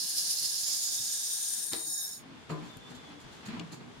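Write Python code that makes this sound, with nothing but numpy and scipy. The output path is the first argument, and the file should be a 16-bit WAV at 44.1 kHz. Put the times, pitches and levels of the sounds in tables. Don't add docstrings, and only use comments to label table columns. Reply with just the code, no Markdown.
import sys
import numpy as np
from scipy import signal
from scipy.fft import rfft, irfft
from scipy.io import wavfile
from scipy.ndimage import uniform_filter1d

SR = 44100
rng = np.random.default_rng(int(sys.argv[2]) if len(sys.argv) > 2 else 0)


def persist_wave(psi):
    counts = np.round(np.clip(psi, -1, 1) * 32767).astype(np.int16)
    wavfile.write(sys.argv[1], SR, np.atleast_2d(counts).T)


N = 176400
TIME, FREQS = np.arange(N) / SR, np.maximum(np.fft.rfftfreq(N, 1 / SR), 1)
GAS_LIKENESS, ROOM_T60_S, TOP_HZ = 0.081, 0.4, 15850


def undb(db):
    return 10 ** (np.asarray(db) / 20)


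def curve(rows, column=1):
    rows = np.array(rows, float)
    return np.interp(TIME, rows[:, 0], rows[:, column])


def colour(rows):
    rows = np.array(rows, float)
    return undb([np.interp(np.log(FREQS), np.log(rows[:, 0]), db) for db in rows[:, 1:].T])


def resonances(rows):
    power = sum((undb([[left], [right]]) / (1 + ((FREQS / hz - hz / FREQS) * hz / width) ** 2)) ** 2
                for hz, width, left, right in rows)
    return np.sqrt(power)


def shape(x, gain):
    return irfft(rfft(x) * gain, N) * np.sqrt(SR / 2)


def noise(likeness):
    mid, side = rfft(rng.standard_normal((2, N)))
    mid, side = mid * np.sqrt((1 + likeness) / 2), side * np.sqrt((1 - likeness) / 2)
    return irfft(np.array([mid + side, mid - side]), N)


def walk(rate_hz):
    hold = max(int(SR / rate_hz), 2)
    steps = np.repeat(rng.standard_normal(N // hold + 1), hold)[:N]
    wobble = uniform_filter1d(steps, hold)
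    return wobble / wobble.std()


def room(x, wet_db):
    t = np.arange(SR // 2) / SR
    tail = rng.standard_normal((2, len(t))) * np.exp(-np.log(1000) * t / ROOM_T60_S)
    tail = signal.sosfilt(signal.butter(1, 5000, fs=SR, output="sos"), tail)
    tail /= np.sqrt((tail ** 2).sum(1, keepdims=True))
    return x + undb(wet_db) * signal.fftconvolve(np.atleast_2d(x), tail, axes=1)[:, :N]


def strike(blows, modes, crack_db, crack_s, crack_hz, pan_db, wet_db):
    t = np.arange(SR // 2) / SR
    ring = sum(undb(db) * np.sin(2 * np.pi * hz * t) * np.exp(-np.log(1000) * t / t60)
               * (1 - np.exp(-2 * hz * t)) for hz, db, t60 in modes)
    band = signal.butter(2, crack_hz, "bandpass", fs=SR, output="sos")
    out = np.zeros((2, N + len(t)))
    for at, db in blows:
        crack = signal.sosfilt(band, rng.standard_normal((2, len(t))) * np.exp(-t / crack_s))
        start = int(at * SR)
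        out[:, start:start + len(t)] += undb(db) * (ring + undb(crack_db) * crack)
    return room(out[:, :N] * undb([[pan_db / 2], [-pan_db / 2]]), wet_db)


def sizzle():
    # frequency in Hz, left and right level in dB.
    splash_eq = [(150, -102, -100), (640, -89, -89), (1350, -91.5, -97), (2460, -90, -90),
                 (3030, -90.5, -83), (3440, -79.5, -77.5), (4750, -78, -79.5), (5200, -71, -74.5),
                 (6400, -76.5, -69.5), (7350, -73, -75), (7900, -74.5, -82), (10000, -76, -95.5),
                 (10500, -76, -72.5), (11600, -85.5, -80.5), (12900, -79.5, -80), (15800, -94, -89)]
    # time in seconds, gain in dB.
    fade = [(0, -3), (.2, 0), (.5, -1), (.85, -0.5), (1.25, -1), (1.6, -2), (1.685, -7.5), (1.712, -20),
            (1.8, -39), (1.9, -48)]
    spits_per_s, sparks_per_s = 2500, 43
    spits = (rng.random(N) < spits_per_s / SR) * undb(0.5 * np.minimum(rng.exponential(size=N), np.pi))
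    spits = spits * rng.standard_normal((2, N))
    splash = shape(noise(GAS_LIKENESS) + undb(-9) * spits / spits.std(), colour(splash_eq))
    sparks = (rng.random(N) < sparks_per_s / SR) * rng.standard_normal((2, N))
    sparks = signal.sosfilt(signal.butter(2, 7000, "highpass", fs=SR, output="sos"), sparks)
    return (undb(-1) * splash + undb(-37) * sparks) * undb(curve(fade))


def gap():
    # centre and width in Hz, left and right level in dB, peak time and half length in seconds.
    swells = [(2900, 370, -83, -84.5, 0.093, 0.68), (4260, 440, -72, -69, 0.2, 0.63),
              (5080, 1100, -74, -63.5, 0.4, 0.84), (9310, 480, -64.5, -72, 0.32, 0.6),
              (10760, 1300, -68.5, -91, 0.41, 0.78), (7300, 390, -91, -68.5, 0.66, 0.41),
              (6790, 230, -66.5, -60, 0.92, 0.51), (8560, 680, -65, -92, 1.06, 0.32),
              (5900, 530, -75, -70, 1.14, .4), (3680, 310, -78, -72.5, 1.17, 0.55),
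              (9010, 850, -63, -95, 1.54, 0.41), (11200, 700, -73, -82, 1.67, 0.079),
              (9220, 410, -61.5, -92, 1.94, 0.11), (11500, 680, -65.5, -86, 2.03, 0.054),
              (5440, 200, -69, -68, 2.04, 0.14)]
    return sum(shape(noise(GAS_LIKENESS), resonances([band])) * np.exp(-((TIME - at) / half) ** 2)
               * undb(1.6 * walk(59.5)) for *band, at, half in swells)


def weld():
    # time in seconds, boost in dB.
    flares = [(0.185, 2.5), (.312, 2), (.442, 2.2), (.55, 1), (.683, 2.5), (.73, 2.5), (.835, 1)]
    flare_db = sum(db * np.exp(-((TIME - at) / 0.018) ** 2) for at, db in flares)
    flutter_db = 0.8 * walk(69.98)
    valve = curve([(2.03, 1), (2.1, 0.82), (2.2, 0.2)])
    return valve * undb(flare_db + flutter_db) * (sizzle() + gap())


def nozzle():
    # time in seconds, share from 0 to 1.
    cover = [(1.7, 0.72), (1.87, 0)]
    # centre and width in Hz, left and right level in dB, change when covered in dB.
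    modes = [(740, 490, -87, -90, -12), (1663, 225, -81.5, -85.5, 4), (3790, 170, -72.5, -68, -2),
             (4500, 440, -89, -75.5, -1), (5410, 190, -71, -65, -6), (6750, 260, -75.5, -63, -1),
             (8660, 270, -66, -68, -1.5), (9480, 260, -66, -76, -5), (11500, 570, -73, -82, 3),
             (12400, 500, -78, -86, -6), (15100, 900, -79, -84, -3)]
    # frequency in Hz, left and right level in dB.
    jet_eq = [(3350, -120, -120), (3670, -89, -97), (6230, -80, -81.5), (7600, -96, -80.5),
              (10300, -88, -89), (12800, -85, -82), (14000, -88, -97), (15800, -96, -103)]
    # time in seconds, gain in dB.
    flow = [(0, -3), (.6, -6.5), (1, -4), (1.6, -2.5), (1.7, -3.5), (1.713, -4), (1.73, -2), (1.8, -4.5),
            (1.85, -5), (1.88, 0.5), (2.04, -2), (2.09, -3), (2.17, -9), (2.22, -24.5), (2.26, -65)]
    covered = curve(cover)
    rings = sum(shape(noise(GAS_LIKENESS), resonances([band]))
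                * undb(covered_db * covered + 2 * walk(35.39)) for *band, covered_db in modes)
    hiss = shape(noise(GAS_LIKENESS), colour(jet_eq))
    return (rings + hiss) * undb(curve(flow))


def workshop():
    # frequency in Hz, relative level in dB.
    rumble_eq = [(15, -65), (25, -27.5), (86, -5), (255, -2), (291, -5), (352, -7), (449, -5), (527, -11.5),
                 (857, -9), (1470, -13), (1590, -11), (1730, -13), (2660, -16.5), (3490, -14), (3780, -18),
                 (7000, -25.5), (11400, -37), (15800, -51)]
    # time in seconds, gain in dB.
    background_level = [(0, -10.5), (1.4, -10.5), (1.75, -6.5), (1.97, -10), (2.12, -5.5), (2.25, -3.5),
                        (2.45, 0), (2.7, 2.5), (3.4, 1.5), (4, 0)]
    rumble = shape(noise(0.32 / (1 + (FREQS / 450) ** 2)), colour(rumble_eq))
    rumble *= undb(-54.5 + curve(background_level) + 0.95 * walk(14)) / rumble.mean(0).std()
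    return rumble * undb([[.6], [-.6]])


def drags():
    # start and length in seconds, drone and scrape gain in dB.
    moves = [(.005, 0.093, -14, -21), (0.147, 0.19, -17.5, -25), (0.414, 0.054, -14.5, -12),
             (0.663, 0.083, -22, -9), (.9, 0.21, -21, -30), (1.566, 0.045, -19, -24),
             (1.715, 0.04, -4.5, 3), (1.858, 0.053, -14.5, -28), (2.172, .25, -10, -11),
             (2.491, 0.03, 0, 2), (2.604, 0.073, -6, -11), (2.895, 0.048, -8, -17),
             (3.102, 0.04, -12.5, -10), (3.428, 0.09, -10, -1.5), (3.482, 0.09, 1, 1.5),
             (3.567, 0.058, 4.5, -3), (3.705, 0.048, 0, -5), (3.758, 0.17, -5, -12)]
    # start in seconds, gain in dB, decay in seconds.
    scuffs = [(2.489, -1.5, 0.026), (2.62, -16.5, 0.13), (2.893, -3, 0.016), (2.944, 1.5, 0.012),
              (3.195, -5, 0.018), (3.31, -12, 0.049), (3.449, 2, 0.02), (3.714, 4.5, 0.018),
              (3.97, -21, 0.027)]
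    # centre and width in Hz, left and right level in dB.
    bench_bands = [(128, 30, -63, -80), (171, 100, -62, -63.5), (233.4, 42, -58, -63.5),
                   (307, 130, -64.5, -63), (870, 770, -73, -77.5)]
    # frequency in Hz, left and right level in dB.
    scrape_eq = [(500, -81, -103), (1100, -85, -73), (1420, -75.5, -83), (1950, -77, -79),
                 (2650, -81.5, -76), (3560, -88.5, -81.5), (4300, -82.5, -82), (5600, -97, -93),
                 (7400, -104, -102), (14100, -119, -119)]
    grit_eq = [(2000, -105, -105), (4260, -76, -77), (5640, -86, -88), (7040, -90, -72.5),
               (8700, -85.5, -90), (12400, -90, -99), (15400, -102, -103)]
    push, scuff, attack_s = 0, 0, 0.0093
    for at, length, *dbs in moves:
        arch = np.sin(np.pi * np.clip((TIME - at) / length, 0, 1))
        push = push + undb(dbs)[:, None] * np.sqrt(np.maximum(arch, 0))
    for at, db, decay in scuffs:
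        age = np.maximum(TIME - at, 0)
        scuff = scuff + undb(db) * (1 - np.exp(-age / attack_s)) ** 2 * np.exp(-age / decay)
    slip = undb(2.16 * walk(110) - 7.0)
    drone = shape(noise(0.62) * push[0] * slip, resonances(bench_bands))
    scrape = shape(noise(0.069) * push[1] * slip, colour(scrape_eq))
    grit = shape(noise(0.074) * scuff, colour(grit_eq))
    return room(drone + scrape + grit, wet_db=-8.5)


def spatter():
    # time in seconds, level in dB.
    bursts = [(.186, -37), (.312, -44), (.4365, -40), (.448, -33), (.6799, -40), (.838, -41)]
    # pitch in Hz, gain in dB, T60 in seconds.
    modes = [(4300, -6, .01), (5060, 5, .012), (6700, -2, .012)]
    return strike(bursts, modes, crack_db=0, crack_s=.003, crack_hz=(3040, 6500), pan_db=-1, wet_db=-13)


def hand_bumps():
    # time in seconds, level in dB.
    bumps = [(.44, -70), (.63, -61), (.997, -53), (2.765, -48), (2.95, -51), (3.25, -48), (3.975, -49)]
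    # pitch in Hz, gain in dB, T60 in seconds.
    modes = [(47, -10, .16), (99, 4, 0.055), (129.7, 0.5, 0.13), (247, -3, 0.086)]
    return strike(bumps, modes, crack_db=12, crack_s=.016, crack_hz=(30, 200), pan_db=4, wet_db=-7)


def torch_clack():
    # time in seconds, level in dB.
    hits = [(1.7335, -24.5), (1.7352, -40), (1.749, -38)]
    # pitch in Hz, gain in dB, T60 in seconds.
    modes = [(133, -35.5, 0.37), (325.6, -15.5, 0.18), (364, -12.5, 0.1), (463, -15.5, 0.07),
             (652, -15.5, 0.057), (782, -11.5, 0.038), (968, -19.5, 0.063), (2024, -15.5, 0.039),
             (3800, -5.5, 0.051), (4150, -3.5, 0.017), (4400, -8, 0.025), (7400, -5.5, 0.024)]
    return strike(hits, modes, crack_db=-.5, crack_s=.0019, crack_hz=(676, 10100), pan_db=1, wet_db=-5)


def groans():
    # start and length in seconds, starting pitch and glide in Hz, level in dB.
    judders = [(1.856, 0.049, 327.4, -22, -52.5), (2.233, 0.13, 266, -3, -50), (2.886, 0.11, 245.5, 0, -49),
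               (3.077, 0.13, 295, -15, -49.5), (3.455, 0.046, 125, 1, -46), (3.478, 0.04, 216, 15, -34),
               (3.53, 0.038, 242.3, -11, -33), (3.582, 0.092, 185, -33, -40.5),
               (3.695, 0.27, 137.6, -20, -51.5)]
    hum, waver = 0, 1 + 0.027 * walk(90)
    for at, length, hz, glide_hz, db in judders:
        progress = np.clip((TIME - at) / length, 0, 1)
        phase = 2 * np.pi * np.cumsum((hz + glide_hz * progress) * waver) / SR
        envelope = undb(db) * np.abs(np.sin(np.pi * progress)) ** 0.59
        hum = hum + envelope * (np.sin(phase) + undb(-21.5) * np.sin(2 * phase))
    return room(hum * undb(0.57 * walk(80)) * undb([[1], [-1]]), wet_db=-12)


def whine():
    # time in seconds, pitch in Hz, relative level in dB.
    path = [(2.2, 3490, -75), (2.35, 3510, -71), (2.6, 3540, -73), (2.73, 3566, -61), (2.92, 3510, -62),
            (3.0, 3480, -62), (3.1, 3430, -63), (3.3, 3340, -76), (3.5, 3300, -78)]
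    phase = 2 * np.pi * np.cumsum(curve(path) + 18 * walk(160)) / SR
    level_db = curve(path, column=2) + 1
    ears = np.array([np.sin(phase + walk(25)) * undb(level_db + 4.6 * walk(34.87)) for _ in range(2)])
    return ears * curve([(3.4, 1.2), (3.6, 0)])


def bench_thud():
    # time in seconds, level in dB.
    hits = [(2.499, -37.5), (2.5045, -39.5), (2.5175, -38.5)]
    # pitch in Hz, gain in dB, T60 in seconds.
    modes = [(156.6, 1, 0.25), (297, -2, 0.43), (309, -11.5, 0.48), (372, -8, 0.26), (426, -0.5, 0.15),
             (473, -16, 0.21), (602, -13, 0.24), (727, -6, 0.085), (850, -20, 0.09), (1020, -11.5, 0.53),
             (1065, -15.5, 0.4), (1190, -5, 0.11)]
    return strike(hits, modes, crack_db=7.5, crack_s=.033, crack_hz=(280, 1080), pan_db=1, wet_db=-6.5)


def seam_pings():
    # time in seconds, level in dB.
    pings = [(2.7705, -47.5), (2.779, -61)]
    # pitch in Hz, gain in dB, T60 in seconds.
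    modes = [(7200, -12, 0.0086), (10300, -17, 0.0091), (12700, -9, .01)]
    return strike(pings, modes, crack_db=4, crack_s=.0011, crack_hz=(5500, 14000), pan_db=8, wet_db=-13)


def flange_ticks():
    # time in seconds, level in dB.
    ticks = [(3.5957, -39), (3.599, -39.5)]
    # pitch in Hz, gain in dB, T60 in seconds.
    modes = [(2390, -4, 0.018), (2890, 3.5, 0.016), (3380, -2, .02), (4400, -2, 0.018), (6560, -9, 0.016),
             (7250, -10, 0.015)]
    return strike(ticks, modes, crack_db=-3, crack_s=.002, crack_hz=(2000, 7000), pan_db=7, wet_db=-17)


def scene():
    impacts = bench_thud() + torch_clack() + flange_ticks() + hand_bumps() + seam_pings() + spatter()
    return impacts + weld() + nozzle() + drags() + groans() + workshop() + whine()


def record(dry):
    return signal.sosfilt(signal.ellip(12, .1, 80, TOP_HZ, fs=SR, output="sos"), dry)


dry = scene()
out = record(dry)
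persist_wave(out)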